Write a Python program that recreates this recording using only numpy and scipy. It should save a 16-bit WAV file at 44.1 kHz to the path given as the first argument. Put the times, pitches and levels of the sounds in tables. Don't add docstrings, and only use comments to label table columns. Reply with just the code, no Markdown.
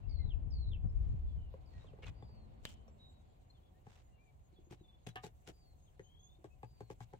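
import sys
import numpy as np
from scipy import signal
from scipy.io import wavfile

SR = 44100
rng = np.random.default_rng(int(sys.argv[2]) if len(sys.argv) > 2 else 0)


def digitize_waveform(pressure):
    field = np.atleast_2d(pressure).T
    bounded = np.clip(field, -1, 1)
    quanta = np.round(bounded * 32767).astype(np.int16)
    wavfile.write(sys.argv[1], SR, quanta)


N = 317287
TIME = np.arange(N) / SR

# time in seconds, wind rumble in dB, distant yard noise in dB, wind left-right balance in dB.
AIR_LEVELS = [(0, -40.5, -58, 12.5), (1.39, -37, -61, 1), (1.56, -58.5, -58, 3.5), (2.5, -58, -58, 4.5),
              (3.2, -69.5, -62.5, 4), (4.4, -68.5, -65.5, -1), (7.19, -66.5, -66.5, 5)]
# time in seconds, hiss in dB, far rustle of leaves in dB.
SOFT_LEVELS = [(0, -94, -82), (0.75, -94, -93), (1.1, -90, -83.5), (2.8, -91, -82.5), (3.9, -88, -86.5),
               (5.0, -91, -86), (5.4, -85, -85.5), (6.25, -88, -88), (7.19, -86.5, -83.5)]
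# frequency in Hz, likeness (limited to -1..1 in use).
OUTDOOR_LIKENESS = [(60, 2.5), (130, 1.2), (290, 0.27), (640, -0.44), (1400, -0.51), (3100, 0.23),
                    (15000, -2.5)]


def from_db(db):
    return 10 ** (np.asarray(db) / 20)


def rms_one(x):
    return x / np.sqrt(np.mean(x ** 2) + 1e-20)


def in_time(rows):
    s, *columns = np.transpose(rows)
    return [np.interp(TIME, s, column) for column in columns]


def at_hz(points, hz):
    point_hz, value = np.array(points).T
    return np.interp(np.log(hz), np.log(point_hz), value)


def panned(x, pan_db):
    return x * from_db(np.reshape([pan_db, -pan_db], (2, -1)) / 2)


def lagged(x, lag_s):
    left, right = np.broadcast_to(x, (2, N))
    return np.array([left, np.interp(TIME - lag_s, TIME, right)])


def add(out, s, sound):
    i = max(0, round(s * SR))
    out[..., i:i + sound.shape[-1]] += sound[..., :N - i]


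def drift(corner_hz):
    step = 40
    r = np.exp(-2 * np.pi * corner_hz * step / SR)
    settle = 2000
    white = rng.standard_normal(N // step + settle + 2)
    slow = signal.lfilter([1], [1, -2 * r, r * r], white)[settle:]
    return np.interp(np.arange(N) / step, np.arange(len(slow)), rms_one(slow))


def noise(spectrum, patchy_db=0, likeness=((20, 0), (20000, 0))):
    low, high = spectrum[0][0], min(spectrum[-1][0], SR * .45)
    edges = np.geomspace(low, high, round(2 * np.log2(high / low)) + 1)
    out, white = 0, rng.standard_normal((2, 2, N))
    for k, band in enumerate(zip(edges, edges[1:])):
        band_filter = signal.butter(2, band, "band", fs=SR, output="sos")
        mid, side = signal.sosfilt(band_filter, white[k % 2])
        hz = np.sqrt(band[0] * band[1])
        alike = np.clip(at_hz(likeness, hz), -1, 1)
        flicker_db = patchy_db * drift(18) if patchy_db else 0
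        stereo = np.sqrt(1 + alike) * mid + np.sqrt(1 - alike) * side * [[1], [-1]]
        out = out + from_db(at_hz(spectrum, hz) + flicker_db) * stereo
    return rms_one(out)


def ring(force, hz, t60_s):
    r, w = from_db(-60 / (t60_s * SR)), 2 * np.pi * hz / SR
    return signal.lfilter([0, np.sin(w)], [1, -2 * r * np.cos(w), r * r], force + 1e-18)


def struck(force, modes):
    return sum((-1) ** k * from_db(db) * ring(force, hz, t60_s) for k, (hz, db, t60_s) in enumerate(modes))


def narrow(hz, width_hz):
    return rms_one(ring(rng.standard_normal((2, N)), hz, np.log(1000) / (np.pi * width_hz)))


def dying(force, t60_s):
    return signal.lfilter([1], [1, -from_db(-60 / (t60_s * SR))], np.abs(force) + 1e-18)


def strokes(rows):
    out = np.zeros(N)
    for s, length_s, db in rows:
        add(out, s, from_db(db) * np.sin(np.linspace(0, np.pi, int(length_s * SR))))
    return out


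def contacts(times_s, levels_db, slip_s, slip_db, touch_s=0.00365, touch_db=-17, count=4, size=N):
    out = np.zeros(size)
    for s, db, chance in zip(times_s, levels_db, rng.random((len(times_s), 2, count))):
        add(out, s - touch_s * (1 + chance[0, 0]) / 2, from_db([db + touch_db]))
        add(out, s, from_db([db]))
        for late, strength in zip(*chance):
            add(out, s + slip_s * late, from_db([db + slip_db]) * (2 * strength - 1) * (1 - late / 2))
    return out


def rattle(per_s, modes, pitch=1, size=N):
    hits = rng.random(size) < per_s / SR
    out = 0
    for hz, db, t60_s in modes:
        force = hits * rng.standard_normal(size)
        out = out + from_db(db) * ring(force, hz * pitch, t60_s)
    return rms_one(out)


def scattered(x, t60_s, wet_db, count=40):
    delays_s = rng.uniform(.0005, t60_s * .7, (2, count))
    echoes = np.zeros((2, int(t60_s * SR) + 1))
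    for side, delay_s in zip(echoes, delays_s):
        side[(delay_s * SR).astype(int)] = rng.choice([-1, 1], count) * from_db(-60 * delay_s / t60_s)
    echoes *= from_db(wet_db) / np.linalg.norm(echoes, axis=1, keepdims=True)
    echoes[:, 0] = 1
    return signal.fftconvolve(np.atleast_2d(x), echoes, axes=1)[:, :N] / np.hypot(1, from_db(wet_db))


def panel_knock(stiffness_db, pitch, rattle_db):
    # frequency in Hz, level in dB, t60 in seconds.
    trim_modes = [(227, -14.5, 0.032), (334, 0, 0.035), (420, 2.5, 0.026), (560, 3.5, 0.021)]
    clack_modes = [(796, 4, 0.018), (1008, 3.5, 0.013), (1240, -7.5, 0.011), (1656, -13, 0.026),
                   (2080, -10.5, 0.015), (2450, -15, 0.016), (7970, -23, 0.018)]
    rebound_s, rebound_db = 0.00234, -3
    spot_db, spot_detune = 1.8, .025
    blow = contacts([0], [0], slip_s=.016, slip_db=rattle_db, touch_db=-29, size=SR // 5)
    rebound = np.roll(blow, round(rebound_s / pitch * rng.uniform(0.846, 1.143) * SR))
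    soft = signal.sosfilt(signal.butter(1, 1500, fs=SR, output="sos"), rebound)
    force = blow + from_db(rebound_db) * soft
    spot = []
    for modes, tilt_db in ((trim_modes, -stiffness_db / 2), (clack_modes, stiffness_db / 2)):
        for hz, db, t60_s in modes:
            spot_hz = hz * pitch * (1 + spot_detune * rng.normal())
            spot.append((spot_hz, db + tilt_db + spot_db * rng.normal(), t60_s))
    return struck(force, spot)


def ticks():
    # start in seconds, frequency in Hz, level in dB, t60 in seconds.
    tick_rows = [(2.225, 3490, -66, 0.077), (2.881, 5800, -69.5, 0.066), (5.07, 3280, -50.5, .02),
                 (5.2409, 3910, -45, 0.0099), (5.995, 1900, -48, 0.012), (6.63, 2580, -62, 0.074)]
    out = np.zeros(N)
    for s, hz, db, t60_s in tick_rows:
        add(out, s, from_db(db) * ring(signal.unit_impulse(SR // 5), hz, t60_s))
    return out


def seat_bumps():
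    # start in seconds, level in dB.
    bump_rows = [(4.526, -66.5), (4.586, -61), (4.669, -65.5), (4.71, -54), (4.809, -59.5), (6.386, -66),
                 (6.827, -69), (6.922, -71)]
    # frequency in Hz, level in dB, t60 in seconds.
    seat_modes = [(162, 6.5, 0.047), (299.5, 1.5, 0.087), (356, 4.5, 0.089)]
    s, db = np.transpose(bump_rows)
    return struck(contacts(s, db, slip_s=0.0095, slip_db=-10.0), seat_modes)


def taps():
    # start in seconds, level in dB, stiffness in dB (clack over low modes), snap in dB above
    # the level, pitch ratio, rattle in dB above the contact, thud in dB above the level.
    tap_rows = [(1.539, -54.5, -8, -23, 1.2, -12, -10), (1.843, -61.5, -8.5, -16, 1.12, -9, -5),
                (1.933, -63, -14.5, -26, 1.1, -14, -7), (1.986, -60, -4.5, -25, 1.01, -16, -8),
                (2.031, -59, -5, -22, 1.07, -4, -7), (2.224, -52.5, 0.5, -28, 0.98, -14, -4.5),
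                (2.292, -65, -2, -18, 1.04, -15, -9), (2.879, -65.5, -5, -6, 1.36, -5, -5),
                (3.867, -56.5, 4.5, -20, 1, -1.5, -2), (4.709, -64, 0, 5, 0.92, -5, -9),
                (4.724, -56.5, 2, 0.5, 0.89, -11, -2.5), (5.066, -50.5, 1.5, -5, 0.89, -5, -0.5),
                (5.0699, -53, -3, 7.5, 1.1, -4.5, -6), (5.157, -51.5, -1, -8, 0.8, -7, -7),
                (5.2353, -51, -1, -5.5, 0.927, -2, -6.5), (5.24, -46.5, 0.5, -2, 0.96, -8, -6.5),
                (5.265, -54.5, -2.5, -2.5, .9, -11, -8), (5.475, -57.5, -3, 7.5, 0.94, -9, -4.5),
                (5.487, -55, -4, -2, 0.9, -0.5, -2), (5.994, -56, -11.5, -8, 0.92, -9, -4.5),
                (6.443, -50, -7.5, -11.5, 0.96, -6.5, -13), (6.631, -47.5, 4, -14, 1, -17, -8.5),
                (6.8057, -45.5, -3.5, -13.5, 0.983, -12.5, -9.5), (6.9012, -45.5, 1, -13.5, 1, -20, -9.5),
                (6.918, -60.5, -7, -8, 0.82, -8, -12), (7.005, -52.5, 9, -1.5, 1, -11, -1.5),
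                (7.129, -60.5, 1, -20, 0.88, -11, -6), (7.135, -49, 0.5, -15, 1, -10.5, -9)]
    # frequency in Hz, level in dB, t60 in seconds.
    thud_modes = [(117, 6.5, 0.17), (172.6, 4.5, 0.076), (248, -2.5, 0.092)]
    # frequency in Hz, relative level in dB per Hz.
    snap_spectrum = [(900, -34), (1500, 7), (3200, 5), (4500, -4.5), (6000, -3), (8000, 10), (10000, -25),
                     (15500, -5)]
    s, db, _, snap_db, _, _, thud_db = np.transpose(tap_rows)
    knock = struck(contacts(s, db + thud_db, slip_s=0.0241, slip_db=-6.5), thud_modes)
    for start_s, level_db, stiffness_db, _, pitch, rattle_db, _ in tap_rows:
        add(knock, start_s, from_db(level_db) * panel_knock(stiffness_db, pitch, rattle_db))
    knock += ticks() + seat_bumps()
    slips = contacts(s, db + snap_db, slip_s=.022, slip_db=-7, count=8)
    crackle = dying(slips, t60_s=.011) * noise(snap_spectrum)
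    return panned(lagged(knock, lag_s=0.00022) + crackle, pan_db=3.0)


def ping():
    # frequency in Hz, level in dB, t60 in seconds.
    metal_modes = [(750, 8, 0.12), (860, -5, .06), (1226, -4, 0.15)]
    chatter_modes = [(980, -2, 0.039), (1145, -5, .04), (1630, 1, 0.021), (1800, 1, 0.029),
                     (2320, 1, 0.018), (2750, -1, 0.012), (3120, 0, 0.0099), (3440, -15, 0.018),
                     (3920, -15, 0.026)]
    crack_modes = [(1820, -13, 0.012), (2670, 2, 0.011), (3070, -3.5, 0.012)]
    start_s, ring_db, hits_per_s = 5.158, -50, 900
    crack_db, crack_t60_s = -39.5, 0.03
    chatter_db, chatter_t60_s = -44.5, 0.11
    nudge = np.zeros(N)
    add(nudge, start_s, np.ones(1))
    crack = from_db(crack_db) * dying(nudge, crack_t60_s) * rattle(hits_per_s, crack_modes)
    chatter = from_db(chatter_db) * dying(nudge, chatter_t60_s) * rattle(hits_per_s, chatter_modes)
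    ringing = struck(contacts([start_s], [ring_db], slip_s=.022, slip_db=-7), metal_modes)
    return lagged(crack + chatter + ringing, lag_s=0.00023)


def scrapes():
    # start in seconds, length in seconds, level in dB, pitch ratio.
    scrape_rows = [(2.022, 0.0326, -57, 0.98), (2.057, 0.038, -60.5, 1.05)]
    # frequency in Hz, level in dB, t60 in seconds.
    scrape_modes = [(1290, -10, .006), (1750, -8, .006), (2330, 0.5, 0.016), (2860, 1.5, 0.01),
                    (3250, 0, 0.0086), (3930, -6, 0.007)]
    out = np.zeros(N)
    for s, length_s, db, pitch in scrape_rows:
        swell = np.sin(np.linspace(0, np.pi, int(length_s * SR)))
        grains = rattle(600, scrape_modes, pitch, size=len(swell))
        add(out, s, from_db(db) * swell * grains)
    return out


def click():
    # frequency in Hz, level in dB, t60 in seconds.
    first_modes = [(1200, -6, 0.008), (1750, -4.5, 0.005), (3060, 3, .005), (4200, 4.5, 0.0024),
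                   (7500, -2, 0.0019), (12500, -5, 0.00079), (14800, -1, .0007)]
    body_modes = [(149, -4, 0.028), (483, -15, 0.0078)]
    # frequency in Hz, relative level in dB per Hz.
    splash_spectrum = [(400, 9), (1200, -1), (1700, 8), (2400, -7), (3100, 8), (4200, 0), (5500, -16),
                       (7800, 2), (10000, -30), (13000, -21), (16000, -16)]
    force = np.zeros(N)
    add(force, 2.6522, from_db([-36.5]))
    crack = panned(lagged(struck(force, first_modes), lag_s=0.000144), pan_db=9)
    splash = from_db(-4) * dying(force, t60_s=0.027) * noise(splash_spectrum)
    rough_ring = from_db(-17.5) * dying(force, t60_s=0.26) * narrow(3090, width_hz=240)
    return crack + splash + struck(force, body_modes) + rough_ring


def sleeves():
    # start in seconds, length in seconds, level in dB, treble in dB above the level.
    brush_rows = [(0.848, 0.42, -78.5, -10), (1.677, 0.24, -72.5, -10), (2.019, 0.029, -61, -21),
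                  (2.047, 0.063, -58.5, -12), (2.625, 0.13, -72, 11.5), (3.833, 0.21, -70.5, -4),
                  (4.696, 0.06, -65.5, -4), (5.222, 0.062, -70.5, 14.5), (5.459, 0.062, -62, -1),
                  (6.891, 0.051, -74, 11), (7.016, 0.034, -70, 8.5)]
    # frequency in Hz, relative level in dB per Hz.
    cloth_spectrum = [(400, 5.5), (1000, 2.5), (1600, 0.5), (2400, -1), (3200, -2.5), (4500, -10),
                      (5500, -7), (7500, -6), (10000, -27), (15500, -14)]
    treble_hz = 4300
    catches = from_db(4.5 * np.minimum(drift(350), 2.5))
    cloth = rms_one(catches * noise(cloth_spectrum))
    dull = signal.sosfilt(signal.butter(2, treble_hz, fs=SR, output="sos"), cloth)
    bright = signal.sosfilt(signal.butter(2, treble_hz, "high", fs=SR, output="sos"), cloth)
    body = strokes([(s, length_s, db) for s, length_s, db, _ in brush_rows])
    treble = strokes([(s, length_s, db + treble_db) for s, length_s, db, treble_db in brush_rows])
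    return body * dull - treble * bright


def tone(hz):
    return np.sqrt(2) * np.sin(2 * np.pi * np.cumsum(hz) / SR)


def whistles(notes, waver, trill_depth=0, sweep_hz=0):
    trill_hz = 38
    bow = 0.011
    out, unsteady = np.zeros((2, N)), 1 + waver * drift(83)
    for s, length_s, pitch_hz, glide_hz, db, pan_db in notes:
        t = np.arange(int(length_s * SR)) / SR
        u, cycle = t / length_s, 2 * np.pi * trill_hz * t
        path_hz = pitch_hz * (1 - bow * (2 * u - 1) ** 2) + glide_hz * (u - .5)
        hz = path_hz * np.interp(s + t, TIME, unsteady) + sweep_hz * np.sin(cycle)
        swell = np.sqrt(np.sin(np.pi * u)) * signal.windows.tukey(len(t), .2)
        swell = swell * (1 + trill_depth * np.cos(cycle))
        add(out, s, panned(from_db(db) * swell * tone(hz), pan_db))
    return out


def calls(shape, repeats, buzz_hz=0, pulse_depth=0, sweep_hz=0, rasp_hz=0):
    out, (share, pitch_hz, shape_db) = np.zeros(N), np.transpose(shape)
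    unsteady, flutter_hz = 1 + 0.0071 * drift(73), rasp_hz * drift(380)
    for s, length_s, db, left_out in repeats:
        t = np.arange(int(length_s * SR)) / SR
        u, cycle = np.linspace(left_out, 1, len(t)), 2 * np.pi * buzz_hz * t
        hz = np.interp(u, share, pitch_hz) * np.interp(s + t, TIME, unsteady)
        hz = hz + np.interp(s + t, TIME, flutter_hz) + sweep_hz * np.sin(cycle)
        swell = from_db(db + np.interp(u, share, shape_db)) * signal.windows.tukey(len(t), .05)
        pulses = rms_one(1 - pulse_depth * np.cos(cycle))
        add(out, s, swell * pulses * tone(hz))
    return out


def buzzy_calls():
    # share of the call, pitch in Hz, level in dB.
    slur_shape = [(0, 5300, -6), (.04, 5300, -4), (.055, 5200, -24), (.072, 4880, 0), (.135, 4660, 2.5),
                  (.24, 4440, -2.5), (.42, 4200, -1), (.58, 4020, -3.5), (.7, 3950, -1), (.76, 3780, -6),
                  (.81, 3550, 3), (.87, 3150, 7), (.925, 2750, 1.5), (1, 2400, -8)]
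    # start in seconds, length in seconds, level in dB, share left out at the start.
    slur_rows = [(0.09, 0.262, -68.3, .06), (0.502, 0.269, -66.5, 0), (1.655, .265, -80, .06)]
    buzz = calls(slur_shape, slur_rows, buzz_hz=66.8, pulse_depth=.62, sweep_hz=75, rasp_hz=110)
    return scattered(lagged(buzz, lag_s=-0.000086), t60_s=.035, wet_db=-4)


def arched_calls():
    # share of the call, pitch in Hz, level in dB.
    arch_shape = [(0, 4700, -10), (.12, 4700, -5), (.28, 4830, -4), (.45, 4770, -2.5), (.66, 4490, 0),
                  (.85, 4260, -1.5), (1, 4130, -6)]
    # start in seconds, length in seconds, level in dB, share left out at the start.
    arch_rows = [(2.145, 0.32, -78, 0.011), (5.534, 0.21, -78, 0.21), (6.617, .285, -80.5, 0.012)]
    return panned(lagged(calls(arch_shape, arch_rows, rasp_hz=35), lag_s=-0.000062), pan_db=2.0)


def peeps():
    # start in seconds, level in dB, left-right balance in dB.
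    peep_rows = [(2.87, -84, -11), (3.05, -81, -8.5), (3.24, -86, 9), (3.43, -85, 0), (4.0, -85, -8),
                 (4.2, -88, 5), (4.4, -86, 9), (4.6, -83, 8), (4.77, -89, 0), (4.99, -84, 9.5),
                 (5.4, -88, 5), (5.78, -79, 9), (5.99, -73.5, 6.5), (6.19, -69, -8.5)]
    settled_hz, sag_hz_per_s = 6690, 45.3
    excess_hz, settle_s = 783, 0.72
    peep_s, glide_hz = 0.053, 72
    lead_s, lead_db, lead_drop_hz = .036, -8, 59
    notes = []
    for s, db, pan_db in peep_rows:
        since_s = s - peep_rows[0][0]
        hz = settled_hz - sag_hz_per_s * since_s + excess_hz * np.exp(-since_s / settle_s)
        notes.append((s, lead_s, hz - lead_drop_hz, 0, db + lead_db, pan_db))
        notes.append((s + lead_s, peep_s, hz, glide_hz, db, pan_db))
    return whistles(notes, waver=.006)


def far_chirps():
    per_s, low_hz, high_hz = 4, 1900, 4400
    mean_s, max_glide_hz, mid_db, spread_db = 0.1, 350, -97, 5.5
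    notes = []
    for when, long, high, rise, loud, side in rng.random((int(per_s * N / SR), 6)):
        s = when * (N / SR - mean_s)
        pitch_hz = low_hz * (high_hz / low_hz) ** high
        glide_hz = max_glide_hz * (2 * rise - 1)
        db = mid_db + spread_db * (2 * loud - 1)
        notes.append((s, mean_s * (.5 + long), pitch_hz, glide_hz, db, 10 * (side - .5)))
    return whistles(notes, waver=0.018)


def birds():
    # start in seconds, length in seconds, pitch in Hz,
    # glide over the note in Hz, level in dB, left-right balance in dB.
    clear_notes = [(.03, 0.041, 2710, 24, -78.5, 3), (.08, 0.073, 2190, -110, -82, 3),
                   (.183, 0.061, 2095, -130, -71, 0), (.885, .024, 5140, 252, -80, -1.5),
                   (1.73, 0.079, 1910, -19, -73, 2), (1.79, .05, 3810, 46, -74.5, 0),
                   (2.985, 0.13, 3843, 59, -67.5, -2.5), (3.09, 0.14, 3860, -39, -82.5, 7),
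                   (3.5, 0.014, 4180, -150, -66.5, 6), (3.74, 0.047, 1860, 130, -84.5, 3),
                   (4.11, 0.095, 2780, -92, -86, 10), (4.175, 0.073, 2370, 180, -79.5, 8),
                   (4.255, 0.058, 2330, -130, -79, 7.5), (4.533, 0.035, 4000, -350, -86, 1),
                   (4.558, 0.035, 3420, -180, -75, -2), (4.79, 0.044, 3880, -300, -81.5, -2),
                   (4.835, 0.035, 3530, -130, -74, 4), (4.88, 0.035, 3520, -43, -69.5, 1),
                   (4.925, 0.041, 3450, 28, -74.5, 0), (5.098, 0.023, 3900, -230, -70, 1),
                   (6.5, 0.05, 2570, 60, -79, 8)]
    trilled_notes = [(1.27, 0.064, 3450, -250, -79, -3), (1.36, .15, 2960, -260, -80, -1),
                     (2.7, 0.18, 3060, 89, -88, 15), (3.53, 0.07, 3380, -940, -81, 5),
                     (3.61, 0.1, 3410, -80, -84.5, 6), (5.86, .04, 3300, -1100, -79, 4),
                     (6.02, .25, 3265, 445, -74.5, 6), (6.22, 0.16, 3530, 291, -75, 4)]
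    trilled = lagged(whistles(trilled_notes, waver=.011, trill_depth=.45, sweep_hz=45), lag_s=.0001)
    clear = lagged(whistles(clear_notes, waver=0.009) + peeps(), lag_s=.00007)
    distant = clear + trilled + arched_calls() + far_chirps()
    echoing = scattered(distant, t60_s=.28, wet_db=-10, count=200)
    return echoing + scattered(buzzy_calls(), t60_s=.3, wet_db=-12, count=300)


def wind():
    # frequency in Hz, relative level in dB per Hz.
    wind_spectrum = [(11, -33), (18, -8), (43, 2.5), (79, 3.5), (99, -6), (170, -33.5), (209, -33.5),
                     (400, -50.5), (520, -64.5), (880, -120)]
    buffet_spectrum = [(40, 4.5), (90, 12), (160, -1.5), (250, -24.5), (400, -39.5)]
    # start in seconds, length in seconds, level in dB.
    buffet_rows = [(.225, 0.08, -40.5), (.42, 0.091, -44), (.83, 0.047, -30), (1.12, 0.037, -36),
                   (1.33, 0.055, -48), (1.74, 0.08, -49), (2.04, .1, -47.5)]
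    gust_db, gust_corner_hz = 2, 9.6
    level_db, _, pan_db = in_time(AIR_LEVELS)
    gusts = from_db(level_db + gust_db * drift(gust_corner_hz))
    rumble = gusts * noise(wind_spectrum, likeness=[(30, 0.1), (200, 0.25)])
    return panned(rumble + strokes(buffet_rows) * noise(buffet_spectrum), pan_db)


def yard_air():
    # frequency in Hz, relative level in dB per Hz.
    yard_spectrum = [(25, -10.5), (60, -1.5), (135, -9.5), (200, -23.5), (280, -20), (400, -23),
                     (600, -22.5), (800, -20), (1100, -38.5), (1500, -43.5), (3000, -43.5)]
    _, level_db, _ = in_time(AIR_LEVELS)
    return from_db(level_db) * noise(yard_spectrum, patchy_db=1.0, likeness=OUTDOOR_LIKENESS)


def drone():
    # frequency in Hz, width in Hz, level in dB.
    drone_rows = [(135, 26, -75.5), (740.4, 17, -85)]
    # time in seconds, level in dB.
    hum_levels = [(0, -82), (2, -79.5), (2.5, -65.5), (3.2, -73), (3.7, -86.5), (7.19, -94.5)]
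    hum_db, = in_time(hum_levels)
    hum = from_db(hum_db) * narrow(217, width_hz=10)
    return hum + sum(from_db(db) * narrow(hz, width_hz) for hz, width_hz, db in drone_rows)


def leaf_rustle():
    # frequency in Hz, relative level in dB per Hz.
    leaf_spectrum = [(1000, 0.5), (1500, 2), (2000, 0), (3000, 1.5), (4100, -1), (4700, -15), (6500, -20.5)]
    _, level_db = in_time(SOFT_LEVELS)
    return from_db(level_db) * noise(leaf_spectrum, patchy_db=2.5, likeness=OUTDOOR_LIKENESS)


def soft_hiss():
    # frequency in Hz, relative level in dB per Hz.
    hiss_spectrum = [(4500, -12.5), (6000, -7.5), (7700, 4.5), (8800, -2.5), (10500, -13), (12500, -5),
                     (15800, -1.5)]
    level_db, _ = in_time(SOFT_LEVELS)
    return from_db(level_db) * noise(hiss_spectrum, patchy_db=2.0)


def scene():
    cab = scattered(taps() + ping() + scrapes(), t60_s=.09, wet_db=-5.5)
    air = wind() + yard_air() + drone() + leaf_rustle() + soft_hiss()
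    return cab + click() + sleeves() + birds() + air


def record(dry):
    return signal.sosfilt(signal.ellip(10, .1, 80, 15800, fs=SR, output="sos"), dry)


dry = scene()
out = record(dry)
digitize_waveform(out)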